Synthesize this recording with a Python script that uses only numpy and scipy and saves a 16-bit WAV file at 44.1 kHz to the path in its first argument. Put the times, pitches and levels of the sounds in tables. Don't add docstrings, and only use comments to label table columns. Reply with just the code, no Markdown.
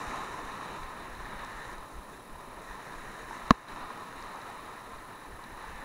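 import sys
import numpy as np
from scipy import signal
from scipy.fft import rfft, irfft, next_fast_len
from scipy.io import wavfile
from scipy.ndimage import uniform_filter1d, map_coordinates

SR = 44100
rng = np.random.default_rng(int(sys.argv[2]) if len(sys.argv) > 2 else 0)


def put_to_file(sound):
    columns = np.atleast_2d(sound).T
    safe = np.clip(columns, -1, 1)
    whole_steps = np.round(safe * 32767)
    wavfile.write(sys.argv[1], SR, whole_steps.astype(np.int16))


def volts(x):
    e = np.asarray(x, float) / 20
    return 10 ** e


N = 257544
T = np.arange(N) / SR

# time in seconds, strength in dB, foam in dB, nearness in dB.
WASH = [(0.0, -42, 8, -1), (0.2, -42.5, 9, -1), (0.28, -43.5, 5, -0.5), (0.8, -44, 2.5, -1.5),
        (1.1, -47.5, -2, 1.5), (1.4, -46, -0.5, 3.5), (1.72, -47.5, 4, 1), (1.78, -47.5, -4, -2),
        (1.95, -52.5, -3.5, -3), (2.3, -53.5, -8.5, -2.5), (2.55, -50, -5.5, -1), (2.92, -49, 1, 1.5),
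        (3.2, -50, 1.5, 1), (3.44, -45.5, 2, -0.5), (3.9, -46, -0.5, -1), (4.6, -47, -1, -1),
        (5.3, -52, -5, 1), (5.84, -48.5, -3, 3.5)]
# time in seconds, swell in dB, foam in dB.
SLOPS = [(0.17, 4.5, -1), (0.52, 1, 0), (1.2, -1, 2), (2.14, 1.5, 5.5), (2.4, 1, 4), (2.68, 0, 6),
         (3.32, 0, 3), (3.83, 3, -2.5), (4.1, -2, -0.5), (4.24, 1, 1), (5.14, 1, -3), (5.65, 2, 2.5)]
# frequency in Hz, level in dB.
ROAR_SPECTRUM = [(40, -120), (90, -7.5), (200, -6), (400, -6), (700, -8.5), (1000, -20.5), (2500, -120)]
CHURN_SPECTRUM = [(300, -120), (600, -14.5), (850, -3), (1350, -5.5), (1800, -33.5), (4000, -120)]
SPLASH_SPECTRUM = [(800, -120), (1300, -14), (1600, -1.5), (2000, -4.5), (2400, -19.5), (5000, -120)]
SPRAY_SPECTRUM = [(1000, -120), (1800, -8.5), (2300, 0), (3200, -6.5), (4500, -17), (5500, -17.5),
                  (9000, -120)]
FIZZ_SPECTRUM = [(2500, -120), (4400, -22), (5600, -1.5), (7000, -1), (9000, -7.5), (11500, -12),
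                 (15000, -42)]
# centre in Hz, width in Hz, height in dB.
SHELL = [(970, 180, 2), (1040, 117, 5.5), (1246, 58, 3.5), (1495, 370, 3), (1808, 290, 7.5),
         (3330, 300, -9.5), (3920, 800, 13.5), (5000, 460, -1), (7740, 310, -10)]
# frequency in Hz, level in dB.
WIND_SPECTRUM = [(8, -13.5), (20, -7), (40, -12.5), (80, -23), (160, -49), (400, -120)]
# time in seconds, peak in dB, length in seconds.
GUSTS = [(0.08, -43, 0.057), (0.202, -44, 0.05), (0.3, -56, .08), (0.46, -48, 0.13), (0.71, -54, .05),
         (0.835, -44, 0.11), (1.003, -55, .15), (1.113, -47, 0.066), (1.215, -44.5, .12),
         (1.376, -47.5, .15), (1.572, -46, .07), (1.683, -51, 0.044), (1.77, -46, 0.12),
         (1.973, -42.5, 0.074), (2.1, -62, 0.15), (2.34, -46.5, 0.093), (2.533, -50.5, 0.13),
         (2.705, -47, .08), (2.973, -48, .12), (3.086, -46, 0.058), (3.257, -52, .12), (3.45, -50, .07),
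         (3.737, -49, 0.053), (3.837, -45, 0.048), (4.206, -52, .15), (4.6, -62, .2), (4.95, -53, 0.16),
         (5.33, -47.5, 0.12), (5.533, -51, .12), (5.73, -48, 0.19)]
# frequency in Hz, level in dB.
HISS_SPECTRUM = [(1500, -27), (3000, -6), (7000, -9), (9500, -8), (12000, -10.5), (14000, -10),
                 (16000, -9.5)]
# start in seconds, crack level in dB, ping level in dB.
TICKS = [(.518, -70, -46), (.833, -70, -48), (1.15, -62, -48), (1.4475, -48, -56), (1.729, -60, -52),
         (1.7815, -53, -52), (3.467, -58, -70), (3.548, -60, -48), (3.685, -70, -47), (3.76, -70, -52),
         (4.2248, -50, -62), (4.358, -57, -51), (4.417, -60, -48), (4.5, -58, -70), (5.4395, -58, -47),
         (5.681, -56, -70), (5.76, -62, -70)]
# frequency in Hz, level in dB.
REEL_SPECTRUM = [(1000, -40), (3000, -12), (5500, 4), (7000, 0), (10000, -16), (14000, -50)]
# start in seconds, peak in dB, pitch in Hz.
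SLAPS = [(0.539, -27.5, 1040), (0.61, -29, 1064), (0.63, -27.5, 1060), (0.655, -42, 1080),
         (1.324, -33, 1280), (1.434, -29, 1040), (1.693, -31, 980), (2.355, -35, 926), (2.709, -30, 960),
         (2.923, -32.5, 975), (3.081, -37, 1040), (3.309, -27, 904), (3.329, -29.5, 1025),
         (3.368, -32, 1020), (3.795, -36, 970), (3.904, -28, 1040), (4.348, -31, 910), (4.37, -30, 880),
         (4.387, -33, 890), (4.499, -32, 830), (4.566, -33, 890), (4.602, -39, 1040), (4.705, -35, 1040),
         (5.392, -35, 1080), (5.505, -44, 2280), (5.64, -30, 894)]
WALL_HZ = [1063, 1254, 1750, 2040, 2870, 3930, 4750, 6200, 7280]
# level in dB, 60 dB decay in seconds.
WALL_DECAY = [(-4.5, 0.016), (-5.5, 0.0095), (-20, 0.02), (-33, 0.027), (-24, 0.0095), (-23, 0.018),
              (-23.5, 0.0063), (-22.5, 0.0047), (-34.5, 0.01)]
WALL_SIGN = [1, -1, 1, -1, 1, -1, 1, 1, -1]
# pitch in Hz, level in dB, 60 dB decay in seconds.
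BODY = [(47, -26, 0.093), (231, -5.5, 0.025), (453, -17.5, 0.023), (662, -12.5, 0.015)]
# start in seconds, end in seconds, gain in dB.
DUCK = (3.524, 3.679, -5)

MEAN_STRENGTH_DB = -48
PORT_HZ = 3930


def unit(x):
    return x / np.sqrt(np.mean(x ** 2) + 1e-20)


def curves(rows):
    s, *columns = np.transpose(rows)
    return [np.interp(T, s, column) for column in columns]


def wobble(rate_hz):
    knots = rng.standard_normal(int(N * rate_hz / SR) + 4)
    return map_coordinates(knots, [T * rate_hz])


def bumps(s, size, rise_s, fall_s):
    clock = T[::100]
    late = clock - np.c_[s]
    width_s = np.where(late < 0, np.c_[rise_s], np.c_[fall_s])
    bells = np.c_[size] * np.exp(-(late / width_s) ** 2)
    return np.interp(T, clock, np.sum(bells, axis=0))


def coloured(x, spectrum, shell=SHELL):
    m = 2 * next_fast_len(N // 2 + 4096)
    hz = np.fft.rfftfreq(m, 1 / SR)
    point_hz, point_db = np.transpose(spectrum)
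    source_db = np.interp(np.log(hz + 1), np.log(point_hz), point_db)
    shell_db = sum(db / (1 + (2 * (hz - centre) / width) ** 2) for centre, width, db in shell)
    cepstrum = irfft(np.log(volts(source_db + shell_db)), m)
    cepstrum[1:m // 2] *= 2
    cepstrum[m // 2 + 1:] = 0
    return irfft(rfft(x, m) * np.exp(rfft(cepstrum)), m)[:N]


def patchy(patch_db, burst_db, burst_hz):
    z = signal.stft(rng.standard_normal(N + 512), nperseg=512)[2]
    field = uniform_filter1d(rng.standard_normal(z.shape), size=6, axis=0)
    field = uniform_filter1d(field, size=10, axis=1)
    noise = signal.istft(z * volts(patch_db * unit(field)), nperseg=512)[1][:N]
    return noise * volts(burst_db * wobble(burst_hz))


def ring(modes, length_s, attack_s):
    t = np.arange(round(length_s * SR)) / SR
    tones = sum(volts(db - 60 * t / t60) * np.sin(2 * np.pi * hz * t) for hz, db, t60 in modes)
    return tones * (1 - np.exp(-t / attack_s))


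def add(track, s, sound):
    track[round(s * SR):][:len(sound)] += sound


def surf():
    strength_db, foam_db, near_db = curves(WASH)
    s, swell_db, froth_db = np.transpose(SLOPS)
    slop_s = [0.053]
    strength_db = strength_db - MEAN_STRENGTH_DB + bumps(s, swell_db, slop_s, slop_s)
    foam_db = foam_db + bumps(s, froth_db, slop_s, slop_s)
    tumble = volts(0.32 * wobble(15) + 0.44 * wobble(40))
    drops = unit((rng.random(N) < 700 / SR) * rng.standard_normal(N))

    def level(mean_db, per_strength, per_foam):
        return volts(mean_db + per_strength * strength_db + per_foam * foam_db)

    def water(noise, drop_share, spectrum):
        return unit(coloured(noise + drop_share * drops, spectrum))

    far_fade = volts(-0.56 * (T - T.mean()))
    roar = level(-50.5, 0.3, 0.085) * far_fade * water(patchy(0.88, 0.31, 14), 0.28, ROAR_SPECTRUM)
    churn = level(MEAN_STRENGTH_DB + 0.75, 1, 0) * water(patchy(0.38, 0.28, 15), 0.28, CHURN_SPECTRUM)
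    splash = level(-52.5, 0.078, 0.65) * water(patchy(0.71, 0.45, 25), 0.48, SPLASH_SPECTRUM)
    splash = splash * volts(near_db)
    spray = level(-56.5, 0.77, 0.18) * water(patchy(0.94, 0.49, 24.82), 0.44, SPRAY_SPECTRUM)
    spray = spray * volts(0.3 * near_db)
    fizz = level(-65.5, 0.05, 1) * water(patchy(1.0, 0.72, 30), 0.34, FIZZ_SPECTRUM)
    return tumble * (roar + churn + splash + spray + fizz)


def wind():
    calm_db, rise_over_fall = -63, 0.78
    push = coloured(rng.standard_normal(N), WIND_SPECTRUM, shell=[])
    power = np.abs(uniform_filter1d(push ** 2, size=3500))
    even = push / np.sqrt(power + 0.11 * np.mean(push ** 2))
    s, peak_db, length_s = np.transpose(GUSTS)
    gusts = bumps(s, volts(peak_db), rise_over_fall * length_s / 2, length_s / 2)
    return (volts(calm_db) + gusts) * unit(even)


def hiss():
    return volts(-62.5) * unit(coloured(rng.standard_normal(N), HISS_SPECTRUM, shell=[]))


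def whine():
    whine_hz, chop_hz, chop_turn, pilot_hz = 10020.205, 38.244, 0.162, 14992.07
    chop = np.tanh(5 * np.cos(2 * np.pi * (chop_hz * T - chop_turn)))
    tone = (volts(-72) + volts(-64.4) * chop) * np.sin(2 * np.pi * whine_hz * T)
    return tone + volts(-86.5) * np.sin(2 * np.pi * pilot_hz * T)


def reel():
    cracks, pings, t = np.zeros(N), np.zeros(N), T[:600]
    for s, crack_db, ping_db in TICKS:
        crack = volts(crack_db + 10.5 - 60 * t / 0.01) * rng.choice([-1, 1], len(t))
        add(cracks, s, crack)
        add(pings, s, volts(ping_db + 5) * ring([(PORT_HZ, 0, 0.018)], 0.03, 0.0005))
    return pings + coloured(cracks, REEL_SPECTRUM, shell=[])


def slaps():
    track = np.zeros(N)
    for s, db, hz in SLAPS:
        modes = [(hz, 0, 0.03), (1.7 * hz, -8, 0.02)]
        add(track, s, volts(db - 1.0) * ring(modes, 0.04, 0.00089))
    return track


def knock():
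    knock_s, body_lag_s, port_lag_s, scrape_lag_s = 3.5069, 0.0012, 0.0017, 0.0004
    track = np.zeros(N)
    for hz, (db, t60_s), sign in zip(WALL_HZ, WALL_DECAY, WALL_SIGN):
        add(track, knock_s, -sign * volts(5.5) * ring([(hz, db, t60_s)], 0.1, 0.00032))
    add(track, knock_s + body_lag_s, -volts(3.5) * ring(BODY, 0.15, 0.00039))
    add(track, knock_s + port_lag_s, volts(-13) * ring([(PORT_HZ, 0, 0.007)], 0.03, 0.0007))
    scrape = volts(-35 - 60 * T[:900] / 0.007) * rng.standard_normal(900)
    add(track, knock_s + scrape_lag_s, scrape)
    return track


def scene():
    return (surf() + wind() + reel() + slaps() + knock())[None]


def top_cut(x):
    return signal.sosfilt(signal.butter(12, 16600, fs=SR, output="sos"), x)


def record(dry):
    ceiling, top_hz = 0.71, 15740
    start_s, end_s, duck_db = DUCK
    ducked = uniform_filter1d(1.0 * (T > start_s) * (T < end_s), size=500)
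    mix = (dry + hiss() + whine()) * volts(duck_db * ducked)
    mix = mix / (1 + np.abs(mix / ceiling) ** 12) ** (1 / 12)
    mix = irfft(rfft(mix) * (np.fft.rfftfreq(N, 1 / SR) < top_hz), N)
    return top_cut(mix)


dry = scene()
out = record(dry)
put_to_file(out)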